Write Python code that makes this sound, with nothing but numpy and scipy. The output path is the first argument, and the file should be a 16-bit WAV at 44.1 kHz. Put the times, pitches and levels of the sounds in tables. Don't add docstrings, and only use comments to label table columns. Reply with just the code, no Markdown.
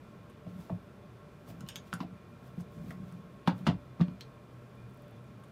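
import sys
import numpy as np
from scipy import signal
from scipy.fft import rfft, irfft
from scipy.io import wavfile

SR = 44100
rng = np.random.default_rng(int(sys.argv[2]) if len(sys.argv) > 2 else 0)


def level_to_linear(level):
    exponent = np.asarray(level, float) / 20
    return 10 ** exponent


def unload_audio(sound):
    columns = np.transpose(np.atleast_2d(sound))
    steps = np.round(np.clip(columns, -1, 1) * 32767)
    wavfile.write(sys.argv[1], SR, steps.astype(np.int16))


N = 242991

# (frequency [Hz], density [dB per Hz])
AIR_SPECTRUM = [(12, -59), (20, -17), (124, -1.5), (205, -1.5), (279, -10), (463, -9), (532, -16),
                (596, -12.5), (811, -20), (1070, -18.5), (1730, -25), (2420, -28.5), (7230, -42.5),
                (13800, -46), (16300, -47)]
# (frequency [Hz], width [Hz], level [dB rms])
DUCTS = [(587, 3.9, -67), (1079.6, 11.3, -69), (1350, 23, -71.5), (1567, 28, -79), (2417, 24, -77),
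         (3487, 51, -83)]
# (time [s], level [dB])
HUM_SWELLS = [(.6, -63), (1.18, -59.5), (1.73, -68), (2.46, -54.5), (2.85, -52), (3.1, -52.5),
              (3.66, -45.5), (3.911, -50.5), (4.26, -56), (4.549, -49), (4.85, -49), (5.17, -54.5),
              (5.4, -51.5)]
AIR_DB, HUM_DB, HUM_HZ = -55.5, -64, 124.3
SWELL_RISE_S, SWELL_FALL_S = 0.21, 0.14

# (peak time [s], rise [s], fall [s], hiss level [dB])
GLOVE_STROKES = [(.238, .1, .03, -94), (.496, 0.041, .06, -87), (.608, 0.12, 0.19, -78.5),
                 (1.4, .2, 0.45, -103), (1.5, 0.049, 0.04, -71.5), (1.6, .2, .03, -89),
                 (1.874, 0.042, 0.064, -81.5), (2.028, 0.18, 0.028, -80), (2.474, 0.1, 0.063, -82),
                 (2.608, 0.078, 0.031, -78), (2.75, 0.068, 0.12, -84.5), (2.87, 0.11, .05, -92),
                 (2.91, 0.12, 0.059, -77.5), (3.09, 0.18, 0.18, -85), (3.582, 0.067, 0.16, -81.5)]
# (time [s], peak [dB])
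GLOVE_TICKS = [(1.476, -65), (1.4875, -58), (1.6766, -56), (2.4618, -72), (2.7207, -64), (2.8689, -75),
               (3.5808, -62), (4.6942, -70), (4.7531, -63), (4.8953, -66), (4.9094, -67), (4.9352, -67),
               (4.9444, -64), (4.9736, -63), (5.021, -61), (5.0814, -65), (5.1098, -65), (5.1627, -70),
               (5.2415, -70), (5.4001, -68), (5.4834, -70)]
# (frequency [Hz], density [dB per Hz])
HISS_SPECTRUM = [(600, 11), (1200, 2.5), (3000, -2.5), (6000, -7), (10000, -12), (15500, -9), (16200, -44)]

# (peak time [s], rise [s], fall [s], level [dB])
DRAGS = [(.266, 0.085, 0.23, -55.5), (.45, .2, 0.11, -57), (.594, 0.11, 0.058, -37),
         (1.508, 0.043, 0.1, -43.5), (1.65, 0.13, 0.061, -43.5), (1.908, 0.28, .03, -49),
         (2.178, .22, 0.018, -48.5), (2.776, 0.023, 0.54, -39), (2.98, 0.78, 0.18, -49.5),
         (3.166, 0.14, .5, -49), (3.632, .14, .06, -39)]
# (time [s], main boom [dB], upper boom [dB rel], deep boom [dB rel])
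LANDINGS = [
    (0.469, -37, -12, -1.5),
    (0.568, -44.5, -36, -28),
    (0.706, -35.5, -7, -21),
    (1.935, -33.5, -12, -9),
    (2.764, -40.5, -15, -16),
    (3.479, -18.5, -8, -48),
    (4.002, -24.5, -38, -3),
    (4.0143, -15.5, -16.5, -29),
    (4.109, -39, -7, -2.5),
]
# (time [s], main boom [dB], upper boom [dB rel], deep boom [dB rel])
PRESSES = [(0.722, -28, -38, -1), (2.008, -33, -3, -21), (2.046, -37.5, -7, -7), (2.581, -31, -15.5, -15),
           (2.604, -36.5, -24, -1), (3.497, -55, -25, -22), (3.609, -40, -10, -12), (3.671, -23, -6, -13),
           (3.685, -15.5, -10.5, -7), (3.717, -30.5, -22, 1), (3.746, -35, -12, 1),
           (4.006, -34.5, -19, 5.5), (4.082, -30.5, -11, -14)]
# (time [s], main boom [dB])
NUDGES = [(0.751, -44.5), (1.501, -42), (1.542, -47), (1.588, -53), (1.61, -44.5), (1.634, -44),
          (1.952, -46.5), (2.124, -46.5), (2.422, -50.5), (2.84, -39.5), (2.89, -41), (2.998, -43.5),
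          (3.029, -43.5), (3.522, -36.5)]
NUDGE_UPPER_DB, NUDGE_DEEP_DB = -9, 0.5
FREE_RING, PRESSED_RING, NUDGED_RING = 0.73, 0.67, 1
# (frequency [Hz], level [dB], t60 [s])
LID_MAIN_MODES = [(177.8, 2.5, 0.14), (188, -11, 0.34), (171, -13, 0.23)]
# (frequency [Hz], level [dB], t60 [s])
LID_UPPER_MODES = [(274.7, -4.5, 0.35), (241, 10, 0.096), (313.5, 0, 0.2)]
# (frequency [Hz], level [dB], t60 [s])
LID_DEEP_MODES = [(110.8, 10.5, 0.17), (137, 13, 0.017), (66, -19, 0.87)]

# (time [s], body [dB], body pitch [Hz], edge [dB rel], snap [dB rel])
KNOCKS = [(0.298, -60, 1050, 0, 9), (0.467, -43, 620, -22, -27), (0.697, -41.5, 900, -21, -38),
          (0.701, -34, 663, -31, -40), (1.502, -48, 694, -14, -13), (1.874, -69, 1020, -22, -17),
          (2.004, -31, 1060, -14, -27), (2.03, -39.5, 680, -17, -28), (2.606, -54.5, 670, -20, 7.5),
          (3.4745, -23, 1300, -7.5, -11), (3.4768, -18, 857, -16, -45), (3.588, -54, 657, -2, -15),
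          (3.67, -24.5, 670, -3.5, -33), (3.677, -21, 956, -32, -28), (3.699, -29, 705, -14.5, -35),
          (3.996, -47, 920, -7, -35), (4.005, -32, 1190, -19, -45), (4.011, -32.5, 695, -6, -21),
          (5.437, -54.5, 1090, -5, 3)]
# (time [s], body [dB], body pitch [Hz], edge [dB rel], snap [dB rel])
TAPS = [(0.697, -40, 1160, -29, -38), (1.929, -26, 1410, -9, -21), (1.938, -35, 1370, -37, 9),
        (1.955, -42, 1410, -18, -20), (2.907, -38, 1950, -32, -3), (2.911, -41.5, 1290, -9, -20),
        (3.124, -50, 1350, -32, 2.5), (3.492, -30, 1480, -31, -37), (3.667, -19, 1315, -12, -38),
        (4.018, -37.5, 1770, -16, -38), (4.029, -47, 1450, -8, -18), (4.083, -44, 1070, -5.5, -26),
        (2.912, -43, 660, -20, -30)]
GRID_MODES_HZ = np.geomspace(330, 2600, 26)
KNOCK_S, TAP_S = 0.0082, 0.0026
LEAD_S = 0.015

# (time [s], peak [dB], snap [dB rel], rattle [dB rel])
CLICKS = [
    (1.6076, -42, -17, -12.5),
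    (1.6646, -55, -12, -7.5),
    (1.688, -33, -7, -9),
    (1.758, -31, -11, -8),
    (4.2089, -39.5, -14, -8.5),
]
# (frequency [Hz], level [dB], t60 [s])
CLICK_RATTLES = [
    [(6850, -4, 0.036), (2940, -5, .04), (1440, 5, 0.029)],
    [(2940, 6, 0.23), (4100, -5, .1)],
    [(3000, -5.5, 0.26), (3500, -15, .06), (1780, -11, 0.045), (3660, -2, 0.033), (5400, -13, 0.26),
     (6700, -10, 0.12), (8600, -6, 0.027)],
    [(3580, -1.5, 0.045), (1620, -11.5, 0.12), (2930, -5, 0.046), (4800, -23, 0.17), (6450, -7.5, 0.11),
     (8400, -27, 0.086)],
    [(4230, 3.5, 0.045), (5700, -4, 0.016), (3300, -6, 0.07)],
]

# (frequency [Hz], t60 [s])
ROOM_T60 = [(200, 0.27), (1000, 0.16), (4000, 0.14), (14000, 0.067)]
ROOM_DB = -7.5


def rms_one(x):
    return x / np.sqrt(np.mean(x ** 2) + 1e-20)


def peak_one(x):
    return x / abs(x).max()


def at_hz(points, hz):
    points_hz, values = np.array(points).T
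    return np.interp(np.log(hz), np.log(points_hz), values)


def band(x, low_hz, high_hz):
    sos = signal.butter(2, [low_hz, min(high_hz, 0.45 * SR)], "band", fs=SR, output="sos")
    return signal.sosfilt(sos, x)


def drift(rate_hz):
    knots = rng.standard_normal(400)
    return np.interp(np.arange(N) / SR * rate_hz, np.arange(400), knots)


def coloured(spectrum, patchy_db):
    hz = np.maximum(np.fft.rfftfreq(N, 1 / SR), 10)
    shaped = rfft(rng.standard_normal(N)) * level_to_linear(at_hz(spectrum, hz))
    octave = np.log2(hz / 30)
    out = np.zeros(N)
    for k in range(-2, 11):
        share = np.clip(1 - abs(octave - k), 0, 1)
        out += level_to_linear(patchy_db * drift(18.0)) * irfft(shaped * share, N)
    return out


def gestures(rows):
    t = np.arange(0, N + 16, 16) / SR
    level = np.zeros(len(t))
    for s, rise_s, fall_s, peak_db in rows:
        level += level_to_linear(peak_db - 20 * np.maximum((s - t) / rise_s, (t - s) / fall_s))
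    return np.interp(np.arange(N) / SR, t, level)


def ring(force, hz, t60_s):
    r = level_to_linear(-60 / (max(t60_s, 0.003) * SR))
    w = 2 * np.pi * hz / SR
    return signal.lfilter([0, np.sin(w)], [1, -2 * r * np.cos(w), r * r], force + 1e-18)


def strike(times_s, levels_db, freedom, modes):
    out = np.zeros(N + SR)
    t = np.arange(SR // 2) / SR
    for s, level_db, free in zip(times_s, levels_db, np.clip(freedom, 0.2, 3)):
        start = int(s * SR)
        for k, (hz, mode_db, t60_s) in enumerate(modes):
            wave = level_to_linear(level_db + mode_db - 60 * t / (t60_s * free)) * np.sin(2 * np.pi * hz * t)
            out[start:start + len(t)] += wave * (-1) ** k
    return out[:N]


def contact(grit, length_s, graze_db):
    t = np.arange(len(grit)) / SR - LEAD_S
    after = np.exp(-np.maximum(t, 0) / np.clip(length_s, 0.0002, 0.03)) * (t >= 0)
    before = level_to_linear(graze_db) * np.exp(np.minimum(t, 0) / 0.0085) * (t < 0)
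    burst = grit * (after + before)
    burst[int(LEAD_S * SR) + 1] = 6.9
    return burst


def ventilation():
    air = coloured(AIR_SPECTRUM, patchy_db=0.6)
    air = signal.sosfilt(signal.cheby2(12, 40, 16000, fs=SR, output="sos"), air)
    out = level_to_linear(AIR_DB - 1.0) * air / np.std(band(air, 205, 16000))
    for hz, width_hz, level_db in DUCTS:
        t60_s = np.log(1000) / np.pi / width_hz
        waver = level_to_linear(level_db - 0.6 + 1.5 * drift(9.0))
        out += waver * rms_one(ring(rng.standard_normal(N), hz, t60_s))
    phase = 2 * np.pi * np.cumsum(HUM_HZ + 7.0 * drift(15.0)) / SR
    swells = gestures([(s, SWELL_RISE_S, SWELL_FALL_S, db) for s, db in HUM_SWELLS])
    load = level_to_linear(HUM_DB) + swells
    hum = level_to_linear(0.5) * load * level_to_linear(2.6 * drift(21.054)) * np.sin(phase)
    return out + hum


def gloves():
    catches = np.repeat(rng.exponential(1, N // 90 + 1), 90)[:N]
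    slips = rng.exponential(1, N)
    grain = level_to_linear(1.3 * np.minimum(slips, 5) + 1.2 * np.minimum(catches, 4))
    hiss = coloured(HISS_SPECTRUM, patchy_db=1.0) * grain
    hiss = hiss / np.std(band(hiss, 7360, 14000))
    s, peak_db = np.transpose(GLOVE_TICKS)
    ticks = np.zeros(N)
    ticks[(s * SR).astype(int)] = level_to_linear(peak_db + 3)
    decay = np.exp(-1 / (0.002 * SR))
    smear = signal.lfilter([1], [1, -decay], ticks) * rng.standard_normal(N)
    return level_to_linear(7.0) * gestures(GLOVE_STROKES) * hiss + band(smear, 8900, 16000)


def lid():
    nudges = [(s, db, NUDGE_UPPER_DB, NUDGE_DEEP_DB) for s, db in NUDGES]
    heard_s, main_db, upper_db, deep_db = np.transpose(LANDINGS + PRESSES + nudges)
    counts = [len(LANDINGS), len(PRESSES), len(NUDGES)]
    freedom = np.repeat([FREE_RING, PRESSED_RING, NUDGED_RING], counts)
    push_s = heard_s - 0.004
    boom = strike(push_s, main_db + 0.5, freedom, LID_MAIN_MODES)
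    boom += strike(push_s, main_db + upper_db - 3, freedom, LID_UPPER_MODES)
    deep = strike(push_s, main_db + deep_db - 9, freedom, LID_DEEP_MODES)
    drag = np.zeros(N)
    for hz, db, t60_s in LID_MAIN_MODES:
        drag += level_to_linear(db) * ring(rng.standard_normal(N), hz, t60_s)
    drag = level_to_linear(-5.0) * gestures(DRAGS) * rms_one(drag)
    return band(boom, 89, 670) + band(deep, 34, 183) + drag


def grid():
    hits = [(*row, KNOCK_S) for row in KNOCKS] + [(*row, TAP_S) for row in TAPS]
    size = (len(hits), 4000)
    grit = rng.standard_normal(size) * level_to_linear(2.0 * rng.standard_normal(size))
    coupling = rng.standard_normal((len(hits), len(GRID_MODES_HZ)))
    sounds = []
    for row, pull, (s, body_db, body_hz, edge_db, snap_db, length_s) in zip(grit, coupling, hits):
        gains = pull * level_to_linear(-24 * np.log2(GRID_MODES_HZ / body_hz) ** 2)
        touch = contact(row, 0.52 * length_s, -56)
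        side_modes = sum(g * ring(touch, hz, 16 / hz) for g, hz in zip(gains, GRID_MODES_HZ))
        firm = contact(0.033 * row, 0.23 * length_s, -60)
        main_mode = ring(firm, body_hz, 16 / body_hz)
        body = peak_one(main_mode) + level_to_linear(-10) * peak_one(side_modes)
        body = signal.sosfilt(signal.butter(2, 2800, fs=SR, output="sos"), body)
        burst = contact(row, length_s, -17.5)
        edge = level_to_linear(edge_db + 4.5) * peak_one(band(burst, 1600, 4000))
        snap = level_to_linear(snap_db - 3) * peak_one(band(burst, 4200, 11500))
        sounds.append((s - LEAD_S, level_to_linear(body_db) * (peak_one(body) + edge + snap)))
    return sounds


def clip_clicks():
    sounds = []
    grit = rng.standard_normal((len(CLICKS), 5500))
    for row, (s, peak_db, snap_db, rattle_db), modes in zip(grit, CLICKS, CLICK_RATTLES):
        crack = peak_one(band(contact(row, 0.002, -24), 1200, 8000))
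        rattle = np.zeros(len(row))
        for hz, db, t60_s in modes:
            rattle += level_to_linear(db) * peak_one(ring(contact(row, t60_s / 7, -26), hz, 0.008))
        snap = level_to_linear(snap_db + 1) * peak_one(band(contact(row, 0.0038, -32), 8300, 13300))
        sounds.append((s - LEAD_S, level_to_linear(peak_db + 3.5) * (crack + level_to_linear(rattle_db) * rattle + snap)))
    return sounds


def room(sounds):
    out = np.zeros(N + SR)
    t = np.arange(int(0.3 * SR)) / SR
    edges_hz = 250 * 2 ** np.arange(0, 6.6, 0.5)
    fields = [band(rng.standard_normal(SR), lo, hi) for lo, hi in zip(edges_hz, edges_hz[1:])]
    decays = [level_to_linear(-60 * t / at_hz(ROOM_T60, lo)) for lo in edges_hz]
    for s, sound in sounds:
        pick = int(s * 5000)
        tail = sum(f[pick:pick + len(t)] * d for f, d in zip(fields, decays))
        tail *= np.clip((t - 0.003) / 0.00087, 0, 1)
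        wet = level_to_linear(ROOM_DB) * signal.fftconvolve(sound, tail / np.sqrt(np.sum(tail ** 2)))
        wet[:len(sound)] += sound
        start = int(s * SR)
        out[start:start + len(wet)] += wet
    return out[:N]


def scene():
    return (ventilation() + gloves() + lid() + room(grid() + clip_clicks()))[None]


def low_pass(x):
    return signal.sosfilt(signal.butter(12, 16460, fs=SR, output="sos"), x)


def record(dry):
    thin = signal.sosfilt(signal.butter(4, 44, "high", fs=SR, output="sos"), dry)
    mix = signal.sosfilt(signal.cheby2(14, 60, 16500, fs=SR, output="sos"), thin)
    return low_pass(mix)


dry = scene()
out = record(dry)
unload_audio(out)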